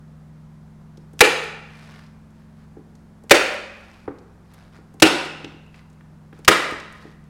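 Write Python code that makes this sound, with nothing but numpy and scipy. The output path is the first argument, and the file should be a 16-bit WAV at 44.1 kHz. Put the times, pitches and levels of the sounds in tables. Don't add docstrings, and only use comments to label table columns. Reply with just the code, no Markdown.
import sys
import numpy as np
from scipy import signal
from scipy.fft import rfft, irfft
from scipy.io import wavfile
from scipy.ndimage import uniform_filter1d

SR = 44100
rng = np.random.default_rng(int(sys.argv[2]) if len(sys.argv) > 2 else 0)


def put_to_file(sound):
    columns = np.atleast_2d(sound).T
    safe = np.clip(columns, -1, 1)
    whole_steps = np.round(safe * 32767)
    wavfile.write(sys.argv[1], SR, whole_steps.astype(np.int16))


N = 321489

# (Hz, dB, t60 in s).
STAPLES = [(1.2075, -5.5, 0.015, -30, 2514, -.5, [(465, -.5, .08), (827, -7.5, 0.095), (1850, -11, .06)]),
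           (3.3104, -5, 0.014, -24, 2400, -1.54, [(335, -9, .14), (560, 1.5, .071), (1835, -9.5, .1),
           (930, -9, .04)]), (5.0230, -6, .0232, -8, 2680, -.5, [(319, -3, .17), (400, -8.5, 0.087),
           (1430, -10, .09)]), (6.4794, -6.5, 0.031, -9, 1850, -1.8, [(322, -8, 0.13), (640, -4, .04),
           (1244, 1, .05), (1010, -5, .035)])]
# frequency in Hz, level in dB, t60 in s.
WALL_MODES = [(88, -13, 0.15), (117, -3.5, 0.09), (183, -9, 0.3)]

SQUEEZE_S = 0.06
AGE = np.arange(SR // 2) / SR


def amp(db):
    return 10 ** (np.asarray(db) / 20)


def unit(x):
    return x / np.sqrt(np.mean(x ** 2) + 1e-20)


def read(points, hz):
    f, value = np.transpose(points)
    return np.interp(np.log(hz + 1), np.log(f + 1), value)


def add(mix, s, sound):
    part = mix[max(round(s * SR), 0):][:len(sound)]
    part += sound[:len(part)]


def colour(x, spectrum):
    gain = amp(read(spectrum, np.fft.rfftfreq(len(x), 1 / SR)))
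    return unit(irfft(rfft(x) * gain, len(x)))


def fade(t60):
    return np.exp(-np.log(1000) * AGE / t60)


def ring(modes):
    out = np.zeros(len(AGE))
    for k, (hz, db, t60) in enumerate(modes):
        out += (-1) ** k * amp(db) * fade(t60) * np.sin(2 * np.pi * hz * AGE)
    return out


def burst(spectrum, t60, uneven=.7):
    z = rfft(rng.standard_normal(len(AGE)) * fade(t60))
    modes = np.exp(1j * np.angle(z)) * abs(z) ** uneven
    gain = amp(read(spectrum, np.fft.rfftfreq(len(AGE), 1 / SR)))
    cluster = irfft(modes * gain, len(AGE))
    return unit(cluster * fade(8 * t60)) * np.sqrt(np.mean(fade(t60) ** 2))


def room(x, wet_db=-5.0, near_db=-6, far_wall=0.033, wall_db=3, wall_width=0.016, blur_hz=95):
    # frequency in Hz, t60 in s.
    decay_t60 = [(100, .5), (300, .65), (600, .8), (1500, .84), (2600, .8), (5000, .7), (9000, .56),
                 (15000, .43)]
    # frequency in Hz, level in dB.
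    echo_db = [(100, -6.5), (300, -3.5), (600, -2.5), (1200, -1.5), (2600, -2.5), (6000, -4), (10000, -3.5),
               (15000, -6.5)]
    size = SR + SR // 2
    t = np.arange(size) / SR
    power = uniform_filter1d(abs(rfft(x, size)) ** 2, int(blur_hz * size / SR) + 1)
    diffuse = irfft(rfft(rng.standard_normal(size)) * np.sqrt(abs(power)), size)
    hz, age, z = signal.stft(diffuse, SR, nperseg=512)
    decay = np.exp(-np.log(1000) * age / read(decay_t60, hz)[:, None])
    z = z * amp(read(echo_db, hz)[:, None]) * decay
    tail = signal.istft(z, SR, nperseg=512)[1][:size] / np.sqrt(.04 * SR)
    build = np.interp(t, [.003, .008, far_wall - .008, far_wall], [0, amp(near_db), amp(near_db), 1])
    build = build * amp(wall_db * np.exp(-((t - far_wall - .008) / wall_width) ** 2))
    out = amp(wet_db) * build * tail
    add(out, 0, x)
    return out


def machine(waver=0.14, smear=.19):
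    # multiple of the rotation, level in dB.
    steady_orders = [(1, -74.5), (2, -66.5), (3, -57.5), (4, -60), (5, -60.5), (6, -73), (8, -56.5),
                     (9, -60), (11, -62), (12, -77), (13, -72.5), (15, -71), (17, -76)]
    # multiple of the rotation, starting level in dB,
    # drift in dB per s, time of the fade in s, half-width of the fade in s.
    fading_orders = [(7, -45.5, -0.48, 3.75, 1.2), (10, -52, -0.47, 4.45, 0.4)]
    machine_hz, load_at_s, sag_hz_per_s = 22.0, 5.8, .33
    t = np.arange(N) / SR
    turns = np.cumsum(machine_hz - sag_hz_per_s * np.maximum(t - load_at_s, 0)) / SR
    orders = [(order, amp(db)) for order, db in steady_orders]
    for order, db, db_per_s, fade_at, width in fading_orders:
        dip = abs(t - fade_at) / np.hypot(t - fade_at, width)
        orders.append((order, amp(db + db_per_s * t) * dip))
    knots = np.linspace(0, t[-1], num=20)
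    out = np.zeros(N)
    for order, gain in orders:
        drift = 1 + waver * np.interp(t, knots, rng.standard_normal(len(knots)))
        cycles = order * turns - smear * order ** 2
        out += gain * drift * np.sin(2 * np.pi * cycles)
    return np.sqrt(2) * out


def still_air(air_db=-56):
    # frequency in Hz, level in dB per Hz.
    air_spectrum = [(20, 3), (60, 6.5), (110, -2), (170, 4), (300, -0.5), (500, -3), (1000, -5.5),
                    (1600, -10.5), (2800, -21), (5000, -24), (10000, -29), (16000, -37.5)]
    return amp(air_db) * colour(rng.standard_normal(N), air_spectrum)


def clicks(catch_t60=.028, slip=.0042, slip_db=-7, tick_t60=0.037, tick_rise=.0006):
    # time in s, level in dB, centre in Hz.
    handling_ticks = [(0.9724, -49, 5360), (2.064, -56, 5030), (2.9521, -54, 6010), (4.185, -53, 4900),
                      (4.5372, -50, 9850), (5.4445, -29.5, 2970), (5.743, -42.5, 2360),
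                      (6.008, -46.5, 1680), (6.328, -41.5, 1600), (6.799, -39.5, 4820), (6.924, -48, 8220)]
    # frequency in Hz, level in dB per Hz.
    catch_spectrum = [(200, -14), (1200, -6), (2200, 3), (5000, 0), (7500, -3.5), (11000, -10),
                      (16000, -20.5)]
    catch_db, usual_lead_s = -28.5, .02
    squeeze_db, return_s, return_db, handle_hz = -55, .23, -44, 8500
    stray_per_s, stray_db, stray_spread_db, stray_hz = 2.5, -63, 2.5, 7000
    out, ticks = np.zeros(N), list(handling_ticks)
    for s, _, catch_lead, *_ in STAPLES:
        catch = s - catch_lead
        strength = amp(catch_db) * usual_lead_s / catch_lead
        add(out, catch, strength * burst(catch_spectrum, catch_t60))
        add(out, catch + slip, strength * amp(slip_db) * burst(catch_spectrum, catch_t60))
        ticks.append((catch - SQUEEZE_S, squeeze_db, handle_hz))
        ticks.append((s + return_s, return_db, handle_hz))
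    for at in np.flatnonzero(rng.random(N) < stray_per_s / SR):
        ticks.append((at / SR, stray_db + stray_spread_db * rng.standard_normal(), stray_hz))
    for s, db, hz in ticks:
        resonance = [(hz / 10, -18), (hz / 2, -7), (hz, 0), (hz * 2, -16), (hz * 4, -38)]
        tick = burst(resonance, tick_t60)
        add(out, s, amp(db) * tick * (1 - np.exp(-AGE / tick_rise)))
    return out


def knocks(scuff_db=-3, wall_db=-12, swell=0.0018, settle=.024, settle_db=-7, settle_hz=450):
    # time in s, level in dB, brightness as a cut-off in Hz.
    timber_knocks = [(0.9744, -44, 690), (2.766, -34.5, 480), (4.077, -23.5, 1498), (4.785, -44.5, 800),
                     (5.44, -30.5, 699.6), (5.539, -39, 400), (6.3256, -42.5, 900), (6.7178, -28, 552),
                     (7.049, -37, 555)]
    # frequency in Hz, level in dB, t60 in s.
    wood_modes = [(65, -17, .3), (200, -15, 0.077), (285, -1, .09), (347, -.5, 0.078), (432, -3, 0.14),
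                  (520, -5.5, 0.08), (790, -4, 0.051), (1150, -9.5, 0.041), (1810, -13.5, .025)]
    seat_db, seat_hz = -44.5, 1000
    scuff_spectrum = [(60, -8), (350, 0), (1500, -2), (3000, -14), (9000, -30)]  # (Hz, dB per Hz)
    out = np.zeros(N)
    timber = ring(wood_modes) + amp(wall_db) * ring(WALL_MODES)
    seatings = [(s - catch_lead - SQUEEZE_S, seat_db, seat_hz) for s, _, catch_lead, *_ in STAPLES]
    for s, db, hz in timber_knocks + seatings:
        knock = np.zeros(len(AGE))
        for delay, drop_db, edge_hz in [(0, 0, hz), (settle, settle_db, settle_hz)]:
            blow = timber + amp(scuff_db) * burst(scuff_spectrum, .06)
            b, a = signal.butter(2, edge_hz, fs=SR)
            contact = signal.lfilter(b, a, blow * (1 - np.exp(-AGE / swell)))
            add(knock, delay, amp(drop_db) * contact)
        add(out, s, amp(db) * room(knock))
    return out


def shots(crack_db=10, crack_t60=0.041, rebound=.005, rebound_db=-4, ring_db=3, note_db=7.5, cluster_db=3,
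          cluster_width=1.09, cluster_t60=.1, slide_db=-12, lead=.002, swell=0.0031, bite=0.00041):
    # frequency in Hz, level in dB, t60 in s.
    frame_modes = [(288, -15, 0.19), (347.5, -15, 0.27), (415.5, -7.5, 0.14), (493, -8, 0.14),
                   (590, -9, 0.071), (800, -12, 0.076), (1240, -13.5, 0.1), (1446, -11.5, 0.055),
                   (1636, -11, .06), (1937, -11.5, 0.085), (2050, -10, 0.076), (2290, -9.5, 0.073),
                   (2750, -10, .06), (3210, -15, 0.035), (3650, -13.5, 0.03)]
    # frequency in Hz, level in dB per Hz.
    crack_spectrum = [(30, -18), (200, -11), (450, 2.5), (750, -1.5), (1000, -2.5), (1600, 1), (2700, -2.5),
                      (3800, -4), (6000, -10.5), (9500, -15), (12000, -23), (16000, -25)]
    out = np.zeros(N)
    for s, force_db, _, thump_db, high_hz, high_db, notes in STAPLES:
        body = amp(ring_db) * ring(frame_modes) + amp(note_db) * ring(notes)
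        body = body + amp(thump_db) * ring(WALL_MODES)
        band = high_hz * cluster_width ** np.array([-4, -1, 1, 4])
        cluster = list(zip(band, [-39.5, 0, -1.0, -40.0]))
        steel = amp(cluster_db + high_db) * burst(cluster, cluster_t60)
        add(out, s - lead, amp(slide_db) * burst(crack_spectrum, 0.075))
        for part in (body, steel):
            add(out, s, amp(force_db) * room(part * (1 - np.exp(-AGE / swell))))
        for delay, db in [(0, 0), (rebound, rebound_db)]:
            crack = burst(crack_spectrum, crack_t60) * (1 - np.exp(-AGE / bite))
            add(out, s + delay, amp(force_db + crack_db + db) * room(crack))
    return out


def spring(level_db=-35, blur_hz=80):
    # factor on the cluster's centre frequency, level in dB, t60 in s.
    steel_bunches = [(1, -0.5, 1.3), (1.055, -4, 1.2), (.87, -7.5, .95)]
    out = np.zeros(N)
    t = np.arange(2 * SR) / SR
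    for s, _, _, _, hz, *_ in STAPLES:
        for factor, db, t60 in steel_bunches:
            bunch = factor * hz + blur_hz * rng.standard_normal(size=10)
            tone = unit(sum(np.sin(2 * np.pi * (f * t + rng.random())) for f in bunch))
            add(out, s, amp(level_db + db) * np.exp(-np.log(1000) * t / t60) * tone)
    return out


def membrane(crinkles_per_s=450, spread_db=2.5, slide_share=.75):
    # start in s, length in s, level in dB.
    moves = [(1.6, .52, -50.5), (2.33, .13, -65), (2.55, 0.12, -62.5), (3.6, 0.51, -55),
             (4.44, 0.28, -57.5), (4.71, 0.098, -55), (5.721, 0.11, -55.5), (6.31, .13, -59),
             (6.891, 0.27, -54.5)]
    # frequency in Hz, level in dB per Hz.
    film_spectrum = [(200, -5), (500, 3.5), (1700, 4), (3000, -3), (5000, -6), (7000, -14.5), (10000, -18),
                     (16000, -31)]
    stroke = np.zeros(N)
    for s, length, db in moves:
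        add(stroke, s, amp(db) * np.sqrt(np.hanning(int(length * SR)).clip(0)))
    sizes = amp(spread_db * np.minimum(rng.exponential(1, N), 4))
    hits = sizes * (rng.random(N) < crinkles_per_s / SR)
    puffs = signal.lfilter([1], [1, -np.exp(-2000 / SR)], hits)
    crinkles = rng.standard_normal(N) * puffs
    return stroke * colour(unit(crinkles) + slide_share * rng.standard_normal(N), film_spectrum)


def scene():
    echo = room(np.ones(1))
    handling = signal.fftconvolve(clicks() + membrane(), echo)[:N]
    mix = machine() + still_air() + handling + knocks() + shots() + spring()
    return mix[None]


def record(dry):
    edge_hz = 16050
    clipped = np.clip(dry, -1, 1)
    low_pass = signal.firwin(511, edge_hz, window=("kaiser", 8), fs=SR)
    return signal.oaconvolve(clipped, low_pass[None], "same")


dry = scene()
out = record(dry)
put_to_file(out)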